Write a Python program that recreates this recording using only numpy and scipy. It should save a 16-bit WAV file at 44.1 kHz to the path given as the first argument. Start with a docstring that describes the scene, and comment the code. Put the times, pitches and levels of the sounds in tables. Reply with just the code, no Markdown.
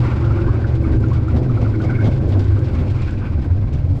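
"""In a bend of a steel trough, heard from the rider's seat of a fast sled on wheels.
The trough drones under the wheels in three beating low notes and sings a higher one. The sled's
hollow shell roars, and seams in the track bump it. The runners rub, chirp, grind and scuff against
the banked wall, grit crackles and ticks, and wind buffets the microphone."""
import sys
import numpy as np
from scipy.fft import rfft, irfft, next_fast_len
from scipy.io import wavfile
from scipy.ndimage import uniform_filter1d, minimum_filter1d, map_coordinates

SR = 44100
rng = np.random.default_rng(int(sys.argv[2]) if len(sys.argv) > 2 else 0)


def transcribe(u):
    """Save the signal u as a 16-bit wav file named by the first command-line argument.

    u: samples, shape (n,) or (channels, n), limited to [-1, 1]; the rate is SR.
    q: integer samples, one column per channel.
    """
    v = np.clip(np.atleast_2d(u).T, -1, 1)
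    q = np.round(v * 32767).astype(np.int16)
    wavfile.write(sys.argv[1], SR, q)


N = 176400

# how loud the sliding hiss is (time [s], level [dB])
HISS_LEVEL = [(0.0, -45.5), (0.07, -49.5), (0.66, -55), (1.4, -54.5), (1.92, -53.5), (2.1, -51),
              (2.22, -56.5), (2.32, -51.5), (2.52, -54), (2.96, -53), (3.12, -53), (3.25, -55), (3.69, -59),
              (4.0, -56.5)]
# tone colours of rubbing on steel and of crackling dirt (frequency [Hz], level [dB])
RUB_SPECTRUM = [(400, -37.5), (800, 6.5), (1080, 7.5), (1230, 2.5), (1400, 4.5), (1600, -12), (1780, -2),
                (2050, -1.5), (2300, -2), (2800, -14.5), (4000, -50)]
CRACKLE_SPECTRUM = [(3000, -15.5), (7000, 8.5), (8200, 6.5), (9500, -4), (11200, 2.5), (12800, -0.5),
                    (14000, -10.5), (15400, -20.5)]


def drone(waver_hz=2.23, flutter_db=1.46):
    """The wheels shake three low notes out of the trough, close enough in pitch to throb together."""
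    # how loud each note is (time [s], level [dB])
    low_level = [(0.0, -35), (0.17, -23), (0.8, -25), (0.921, -16.5), (0.96, -28), (1.39, -17),
                 (1.459, -40.5), (2.31, -23), (2.41, -37.5), (2.46, -15.5), (2.579, -33), (2.72, -18.5),
                 (2.83, -18), (2.87, -24), (3.06, -23), (3.15, -31), (3.3, -37), (3.36, -10.5), (3.40, -20),
                 (3.429, -32), (3.48, -26.5), (3.52, -9), (3.56, -25), (3.6, -29.5), (3.69, -39),
                 (3.739, -18.5), (3.8, -48), (3.86, -20), (3.909, -13), (3.95, -25.5), (4.0, -28)]
    middle_level = [(0.0, -28), (0.05, -23.5), (0.22, -28), (0.3, -16), (.42, -19), (0.921, -24.5),
                    (0.98, -14.5), (1.12, -21), (1.2, -22), (1.45, -26), (1.65, -17), (1.85, -19.5),
                    (1.9, -26), (2.04, -12), (2.11, -22.5), (2.28, -21.5), (2.37, -11.5), (2.44, -19),
                    (2.55, -15), (2.751, -28.5), (2.84, -24), (2.921, -15.5), (3.0, -27.5), (3.3, -27),
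                    (3.45, -39), (3.61, -17), (3.7, -30.5), (4.0, -26)]
    high_level = [(0.0, -10.5), (.12, -24), (0.25, -18.5), (0.38, -25), (0.77, -17.5), (0.87, -27.5),
                  (1.04, -17), (1.2, -22), (1.33, -26), (1.48, -14.5), (1.67, -29), (1.93, -20.5),
                  (2.06, -29), (2.14, -17), (2.45, -39.5), (2.65, -18.5), (2.85, -33.5), (2.98, -18),
                  (3.06, -33), (3.14, -31), (3.7, -32), (3.81, -19), (3.88, -27.5), (3.95, -25), (4.0, -27)]
    # each note wanders as the load shifts (time [s], pitch [Hz])
    low_pitch = [(0, 76), (1.3, 76), (2.0, 81.64), (2.45, 77.55), (2.7, 84.7), (2.8, 79.8), (3.05, 83.6),
                 (3.31, 86.7), (3.39, 77.1), (3.48, 77.64), (3.56, 93.3), (3.73, 74.54), (3.88, 86.1),
                 (4, 96.6)]
    middle_pitch = [(0, 101), (1.05, 104.3), (2.05, 104), (2.33, 96.5), (2.45, 102.2), (2.7, 101.5),
                    (2.92, 97), (4, 104)]
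    high_pitch = [(0, 120.3), (.25, 123.6), (.7, 121), (1.45, 126), (1.58, 120), (2.15, 127.3),
                  (3.2, 124.7), (3.8, 135.8), (4, 132)]
    out = np.zeros(N)
    for pitch, level in (low_pitch, low_level), (middle_pitch, middle_level), (high_pitch, high_level):
        gain = amp(curve(level) + flutter_db * wobble(25))
        out += gain * np.sin(phase(curve(pitch) + waver_hz * wobble(22.175)))
    return amp(3) * out


def roar(wheel_angle):
    """Rolling noise rings in the hollow shell and swells with each turn of the wheels."""
    # how loud the low and upper parts are (time [s], level [dB])
    low_level = [(0, -24), (.27, -29), (.41, -23), (.59, -27.5), (.75, -28), (.95, -24), (1.25, -28.5),
                 (1.42, -21.5), (1.53, -25.5), (1.66, -24.5), (1.92, -23.5), (2.15, -26), (2.36, -20.5),
                 (2.49, -27.5), (2.85, -26), (2.94, -33.5), (3.1, -28.5), (3.6, -30.5), (4, -34)]
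    upper_level = [(0.0, -35.5), (1.18, -36.5), (1.24, -43.5), (1.41, -31.5), (1.53, -37.5), (1.63, -29.5),
                   (1.75, -41.5), (1.85, -30), (2.0, -39.5), (2.05, -24.5), (2.17, -36.5), (2.36, -28.5),
                   (2.48, -42), (2.84, -33.5), (2.96, -40), (4.0, -40)]
    # their tone colours (frequency [Hz], level [dB])
    low_spectrum = [(100, -22), (150, 0.5), (205, -2), (228, 0.5), (265, -0.5), (290, 2.5), (330, -3),
                    (385, 0.5), (450, -11.5), (700, -38), (1800, -63)]
    upper_spectrum = [(300, -13.5), (420, 0.5), (465, -3.5), (505, 2), (545, 2.5), (580, 1.5), (650, -2.5),
                      (780, -5), (950, -15.5), (1800, -27), (4000, -80)]
    # the shell's own notes, before gliding (pitch [Hz], width [Hz], level [dB])
    shell_notes = [(206.8, 14, -11), (251.6, 19.6, -8.5), (315.3, 24.6, -11), (350.9, 30, -13.5),
                   (420, 16, -23), (504.5, 24, -18)]
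    # the low part sinks as the sled leaves the bend (time [s], pitch [ratio])
    glide = [(0, 1.004), (.4, 1.055), (.75, 1.038), (1.7, 0.97), (2.3, 1.036), (2.75, 1), (3.2, .95),
             (3.6, 0.91), (4, 0.92)]
    hollow = amp(-3.5) * noise(low_spectrum)
    hollow += sum(amp(db) * resonance(hz, width) for hz, width, db in shell_notes)
    # reading the noise faster or slower shifts its pitch
    gliding = map_coordinates(hollow, [np.cumsum(curve(glide))], order=1, mode="mirror")
    upper = amp(curve(upper_level) - 2) * noise(upper_spectrum)
    swell = amp(0.54 * wobble(16) + 0.72 * np.sin(wheel_angle))
    return swell * (amp(curve(low_level)) * gliding + upper)


def sing(waver_hz=4):
    """The wheels keep one clear note ringing in the hollow of the trough."""
    # how loud the note is (time [s], level [dB])
    level = [(0, -40.5), (.2, -28.5), (.44, -27.5), (.5, -43.5), (.7, -40), (.76, -27), (1.0, -27),
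             (1.3, -31), (1.52, -38), (1.65, -32.5), (1.79, -23.5), (1.87, -30.5), (2.3, -35), (2.55, -37),
             (2.7, -46), (3.7, -48), (3.87, -31.5), (4, -33)]
    # how it drifts (time [s], pitch [Hz])
    pitch = [(0, 318.8), (.2, 338), (.42, 348.8), (.75, 319), (1.0, 325), (1.2, 312), (1.42, 325.1),
             (1.72, 312), (1.95, 329.1), (2.5, 319.4), (3.2, 299.2), (3.87, 281), (4, 272)]
    gain = amp(curve(level) + 0.5 + 3.5 * wobble(22))
    return gain * np.sin(phase(curve(pitch) + waver_hz * wobble(30)))


def bumps():
    """Each seam in the track shakes the shell with a dull thud."""
    # seams under the wheels (time [s], level [dB], length [s])
    seams = [(0.373, -35, 0.0085), (0.429, -23.5, 0.036), (1.339, -19, 0.019), (1.356, -17, 0.04),
             (1.617, -18, 0.019), (2.025, -17, 0.019), (2.055, -20.5, 0.069), (2.237, -21.5, 0.024),
             (2.341, -18.5, 0.076), (2.773, -28, 0.16), (3.635, -22.5, 0.017), (3.751, -25.5, 0.023)]
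    # tone colour of a thud (frequency [Hz], level [dB])
    spectrum = [(60, -19), (150, 11.5), (280, 11.5), (380, -12.5), (580, -6), (850, -13), (1500, -21.5),
                (4000, -66)]
    force = sum(amp(db) * contact(s, length, attack=0.0067, release=0.0053) for s, db, length in seams)
    return amp(-0.5) * force * noise(spectrum)


def knocks(fade_s=0.056):
    """A hard jolt rings the hollow shell, which dies away by 60 dB in fade_s."""
    # the worst jolts (time [s], level [dB])
    jolts = [(1.353, -18.5), (2.047, -19), (2.068, -21), (2.212, -20.5), (2.258, -20), (2.360, -22)]
    # notes of the knocked shell (pitch [Hz], level [dB])
    notes = [(185, -3), (255, 2), (330, -5), (520, -9.5), (660, -17)]
    out = np.zeros(N)
    for s, db in jolts:
        t = np.maximum(clock() - s, 0)
        ring = sum(amp(level + rng.normal(0, 2)) * np.sin(2 * np.pi * hz * t) for hz, level in notes)
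        out += amp(db - 60 * np.minimum(t / fade_s, 2)) * ring
    return out


def sliding(wheel_angle):
    """The runners slide on dirty steel; one unsteady pressure makes all their noises swell together."""
    # how loud the rub, the steel's ring, the higher rasp and the dirt are (time [s], level [dB])
    rub_level = [(0.0, -36), (0.2, -40), (0.47, -45), (0.62, -45), (0.86, -45), (1.6, -45), (1.88, -42.5),
                 (1.97, -45), (2.1, -46.5), (2.49, -45.5), (3.04, -43.5), (3.81, -51), (4.0, -52.5)]
    ring_level = [(0, -49), (.3, -55.5), (.5, -47.5), (.8, -53), (.95, -48.5), (1.15, -55), (1.7, -57),
                  (1.95, -44), (2.2, -53.5), (2.5, -49.5), (2.9, -56.5), (3.06, -53.5), (3.11, -42),
                  (3.19, -52), (3.24, -40.5), (3.29, -52), (3.45, -53.5), (3.7, -55), (4, -65)]
    rasp_level = [(0, -47), (.3, -51), (.6, -55.5), (1.5, -57), (2.15, -58), (2.32, -54), (2.52, -58),
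                  (2.85, -51), (3.15, -50), (3.28, -51.5), (3.38, -59), (4, -61.5)]
    crackle_level = [(0, -72.5), (.65, -80.5), (.8, -78.5), (1.05, -73), (1.17, -80.5), (1.4, -79),
                     (2.0, -76), (2.18, -75), (2.3, -72.5), (2.42, -69), (2.55, -73.5), (2.9, -79.5),
                     (3.2, -84), (3.52, -74.5), (3.7, -94), (4, -66)]
    # tone colour of the hiss (frequency [Hz], level [dB])
    hiss_spectrum = [(1500, -23.5), (2600, -2.5), (3300, 0), (4900, -2), (6200, -11.5), (7600, -13.5),
                     (9000, -24), (10000, -33), (12000, -30), (15000, -42.5)]
    pressure_db = 1.14 * wobble(23.595) + 1.7 * np.sin(wheel_angle)
    rub = amp(curve(rub_level) - 0.5 + 1.9 * wobble(18)) * noise(RUB_SPECTRUM)
    ring = amp(curve(ring_level) + 2.6 * wobble(55)) * resonance(hz=1552, width_hz=145)
    rasp = amp(curve(rasp_level) + 2.9 * wobble(60)) * resonance(hz=2385, width_hz=790)
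    gritty_noise = noise(hiss_spectrum) + amp(-12.5) * grit(hiss_spectrum, per_s=110)
    hiss = amp(curve(HISS_LEVEL) - 2) * gritty_noise
    crackle = amp(curve(crackle_level) + 2.4 * wobble(35)) * grit(CRACKLE_SPECTRUM, per_s=260)
    return amp(pressure_db) * (rub + ring + rasp + hiss + crackle)


def chirps(waver_hz=75.6, base_stutter_hz=96, bend_hz_per_s=4000, soften_above_hz=1550):
    """A runner sticks and slips in a quick stutter of squeaks, each bending in pitch its own way."""
    # squeaks on the steel (time [s], level [dB], pitch [Hz], length [s])
    squeaks = [(0.302, -29, 1364, 0.04), (.386, -27.5, 1450, 0.017), (0.443, -30.5, 1490, 0.01),
               (0.48, -25, 1076, 0.03), (0.641, -22, 1540, 0.016), (0.847, -30, 1210, 0.023),
               (0.927, -29, 1543, 0.021), (1.037, -26, 1415, 0.0097), (1.115, -23.5, 1063, 0.0078),
               (1.28, -25.5, 1392, 0.0087), (1.496, -26, 1200, 0.0051), (1.573, -26, 1303, 0.0098),
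               (1.648, -29.5, 1377, 0.01), (1.66, -26, 1313, 0.0096), (1.738, -32, 1400, 0.022),
               (1.8, -27, 1450, 0.027), (1.826, -30, 1189, 0.021), (1.894, -23, 1487, 0.021),
               (1.922, -29.5, 1450, 0.04), (1.986, -25.5, 1528, 0.02)]
    out = np.zeros(N)
    waver = waver_hz * wobble(480)
    scrape = amp(-24) * noise(RUB_SPECTRUM)
    for s, db, hz, length in squeaks:
        t = np.maximum(clock() - s, 0)
        slips = np.abs(np.sin(np.pi * base_stutter_hz * rng.uniform(0.9, 1.4) * t)) ** .5
        bend = bend_hz_per_s * rng.standard_normal() * (np.minimum(t, length) - length / 2)
        force = amp(db - 2.5) * contact(s, length, attack=0.00087, release=0.01)
        out += force * slips * (np.sin(phase(hz + waver + bend)) + scrape)
    return filtered(out, lambda hz: np.maximum(1 / np.hypot(1, (hz / soften_above_hz) ** 20), .4))


def grinds():
    """A runner leans on the wall and grinds along it."""
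    # grinding strokes (time [s], level [dB], length [s])
    strokes = [(0, -35, .19), (0.206, -35, 0.13), (0.345, -42, 0.37), (1.114, -40.5, 0.17),
               (2.03, -38, 0.07), (2.539, -36.5, 0.068), (2.676, -32.5, 0.034), (2.772, -40, 0.057),
               (3.203, -34.5, 0.055)]
    # their tone colour (frequency [Hz], level [dB])
    spectrum = [(400, -26.5), (750, 2.5), (1080, 5), (1450, 5.5), (1650, -5), (1850, -20.5), (3000, -17),
                (6000, -55)]
    force = sum(amp(db) * contact(s, length, attack=0.034, release=length / 2)
                for s, db, length in strokes)
    return force * amp(-2 + 2.1 * wobble(70)) * noise(spectrum)


def squeal(pitch_hz=2188, waver_hz=54.9, drift_hz=22):
    """A runner squeals roughly, most often where the bend presses hardest."""
    # bursts of squealing (time [s], level [dB], length [s])
    bursts = [(0.713, -54, 0.02), (0.835, -44, 0.023), (1.157, -50.5, 0.046), (1.609, -48.5, 0.09),
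              (1.734, -49, 0.032), (1.837, -43, 0.25), (1.999, -43, 0.13), (2.085, -51.5, 0.11)]
    force = sum(amp(db) * contact(s, length, attack=0.0071, release=.022) for s, db, length in bursts)
    tone = np.sin(phase(pitch_hz + waver_hz * wobble(220) + drift_hz * wobble(25)))
    roughness = amp(4.4 * wobble(90))
    return force * roughness * (tone + amp(-7) * resonance(pitch_hz, width_hz=390))


def scuffs():
    """The runners brush the wall in short gritty scrapes, each with its own tone colour."""
    # scrapes on the wall (time [s], level [dB], length [s])
    scrapes = [(0.241, -46.5, 0.023), (0.667, -48.5, 0.036), (0.749, -45.5, 0.011), (0.837, -58, 0.016),
               (0.916, -50.5, 0.028), (1.13, -47.5, 0.032), (1.159, -50, 0.019), (1.361, -45.5, 0.028),
               (1.612, -48, 0.0077), (1.654, -52, .012), (1.814, -45, .016), (1.837, -45.5, 0.016),
               (1.9, -49.5, 0.017), (2.04, -41.5, 0.062), (2.144, -53.5, 0.0084), (2.32, -44, 0.031),
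               (2.392, -40.5, 0.0067), (2.438, -48, 0.013), (2.476, -49, 0.017), (2.642, -47.5, 0.025),
               (2.68, -52, 0.017), (2.749, -47.5, 0.014), (2.785, -48.5, 0.053), (2.899, -47.5, 0.026),
               (3.017, -45, 0.0084), (3.419, -48.5, 0.011), (3.726, -48.5, 0.049)]
    # their average tone colour (frequency [Hz], level [dB])
    spectrum = [(600, -32), (1500, 11.5), (2400, 6.5), (3400, 8.5), (5000, 2), (6500, -6), (8000, -11),
                (9500, -23), (12500, -30), (15000, -56)]
    out = np.zeros(N)
    for s, db, length in scrapes:
        colour = [(hz, level + rng.normal(0, 1.7)) for hz, level in spectrum]
        force = amp(db + 0.5) * contact(s, length, attack=0.0027, release=0.018)
        out += force * grit(colour, per_s=22000)
    return out


def ticks(pitches=14, low_hz=3000, high_hz=7770, fade_s=.022, rattle_per_s=39):
    """Grit and loose parts tick, ringing at many high pitches; a faint rattle follows the hiss."""
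    # the sharp ticks (time [s], level [dB])
    hits = [(.166, -46), (.251, -45), (0.3326, -43.5), (0.7522, -47), (1.0849, -42), (1.1343, -44.5),
            (1.6172, -41), (1.8173, -48), (1.8457, -40), (2.0512, -43), (2.29, -42), (2.3206, -49),
            (2.3935, -40), (2.4478, -45), (2.5915, -38.5), (2.7841, -45.5), (3.02, -40), (3.1088, -36.5),
            (3.4181, -48), (3.7379, -41)]
    out, t = np.zeros(N + SR), np.arange(SR // 20) / SR
    rattle_times = rng.random(int(rattle_per_s * N / SR)) * N / SR
    hiss_db = np.interp(rattle_times, *np.transpose(HISS_LEVEL))
    rattle_db = hiss_db - 1 + 4.5 * rng.standard_normal(len(rattle_times))
    rise = np.minimum(t / .0004, 1)
    for s, db in [*hits, *zip(rattle_times, rattle_db)]:
        hz = low_hz * (high_hz / low_hz) ** rng.random((pitches, 1))
        ring = unit((np.sin(2 * np.pi * hz * t) / np.sqrt(hz)).sum(0))
        out[int(s * SR):][:len(t)] += amp(db - 6 - 60 * t / fade_s) * ring * rise
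    return out[:N]


def crunches():
    """The wheels crush stray grains with brief, very bright crackles."""
    # crushed grains (time [s], level [dB])
    grains = [(.826, -64), (.915, -64.5), (.995, -61), (1.080, -64.5), (2.062, -58), (2.29, -64),
              (2.395, -66), (2.425, -65.5), (2.59, -62), (2.905, -61)]
    force = sum(amp(db) * contact(s, length=0.021, attack=0.0037, release=.008) for s, db in grains)
    return force * grit(CRACKLE_SPECTRUM, per_s=450)


def wind():
    """Rushing air buffets the microphone with a low rumble and a few stronger gusts."""
    # gusts striking (time [s], level [dB], length [s])
    gusts = [(0.408, -19, 0.13), (0.895, -14.5, 0.16), (2.788, -27, 0.053), (3.625, -16, 0.087)]
    # tone colours of the rumble and the gusts (frequency [Hz], level [dB])
    rumble_spectrum = [(10, -6), (25, -1.5), (35, -6), (48, -5.5), (62, 1), (90, -0.5), (150, -7.5),
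                       (400, -48), (1500, -78.5)]
    gust_spectrum = [(10, -11.5), (25, -5), (40, 5), (60, -0.5), (90, -16.5), (200, -47.5), (600, -89)]
    force = sum(amp(db) * contact(s, length, attack=0.053, release=0.019) for s, db, length in gusts)
    rumble = amp(-22.5 + 1.4 * wobble(26)) * noise(rumble_spectrum)
    return rumble + force * noise(gust_spectrum)


def amp(db):
    """Turn decibels into a number to multiply by."""
    return 10 ** (np.asarray(db) / 20)


def unit(x):
    """Scale to an average strength (rms) of 1."""
    return x / np.sqrt(np.mean(x ** 2) + 1e-20)


def clock():
    """Time of each sample, in seconds."""
    return np.arange(N) / SR


def curve(rows):
    """Join (time [s], value) points with straight lines."""
    return np.interp(clock(), *np.transpose(rows))


def wobble(per_s):
    """A smooth curve through per_s random points a second."""
    return map_coordinates(rng.standard_normal(4096), [clock() * per_s + 4], mode="wrap")


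def phase(hz):
    """Running angle of a changing frequency, from a random start."""
    return 2 * np.pi * (np.cumsum(hz) / SR + rng.random())


def contact(start, length, attack, release):
    """Strength of a touch: it rises, and fades from halfway through its length (all in seconds)."""
    t = clock() - start
    return np.clip(t / attack, 0, 1) * np.exp(-np.maximum(t - length / 2, 0) / release)


def filtered(x, response):
    """Turn each frequency in x up or down by response(hz)."""
    size = next_fast_len(N + 8192)
    return irfft(rfft(x, size) * response(np.fft.rfftfreq(size, 1 / SR)), size)[:N]


def coloured(x, spectrum):
    """Give x a tone colour (frequency [Hz], level [dB]), at strength 1."""
    f, db = np.transpose(spectrum)
    return unit(filtered(x, lambda hz: amp(np.interp(np.log(hz + 1), np.log(f), db))))


def noise(spectrum):
    """Steady noise with a tone colour."""
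    return coloured(rng.standard_normal(N), spectrum)


def grit(spectrum, per_s):
    """Tiny random impacts with a tone colour."""
    impacts = (rng.random(N) < per_s / SR) * rng.uniform(-1, 1, N)
    return coloured(impacts, spectrum)


def resonance(hz, width_hz):
    """Noise ringing around one pitch, at strength 1."""
    white = rng.standard_normal(N)
    return unit(filtered(white, lambda f: (1j * f * width_hz / (hz * hz - f * f + 1j * f * width_hz)) ** 2))


def scene(turns_per_s=17, unsteadiness=0.1634):
    """Everything rides with the sled, close by and without echo."""
    wheel_angle = phase(turns_per_s * (1 + unsteadiness * wobble(8)))
    runners = sliding(wheel_angle) + chirps() + grinds() + squeal() + scuffs() + crunches()
    return (drone() + sing() + wind() + roar(wheel_angle) + runners + ticks() + bumps() + knocks())[None]


def record(dry, ceiling_db=-4.5, hold_s=.012, fade_s=.004, top_hz=15400):
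    """A limiter turns down the loudest peaks, both ends fade, and the highest treble is cut."""
    hold = int(hold_s * SR)
    needed_gain = np.minimum(1, amp(ceiling_db) / (np.abs(dry[0]) + 1e-9))
    gain = uniform_filter1d(minimum_filter1d(needed_gain, 2 * hold), hold)
    ends = np.clip(np.minimum(clock(), clock()[::-1]) / fade_s, 0, 1)
    return filtered(dry[0] * gain * ends, lambda hz: hz < top_hz)[None]


dry = scene()
out = record(dry)
transcribe(out)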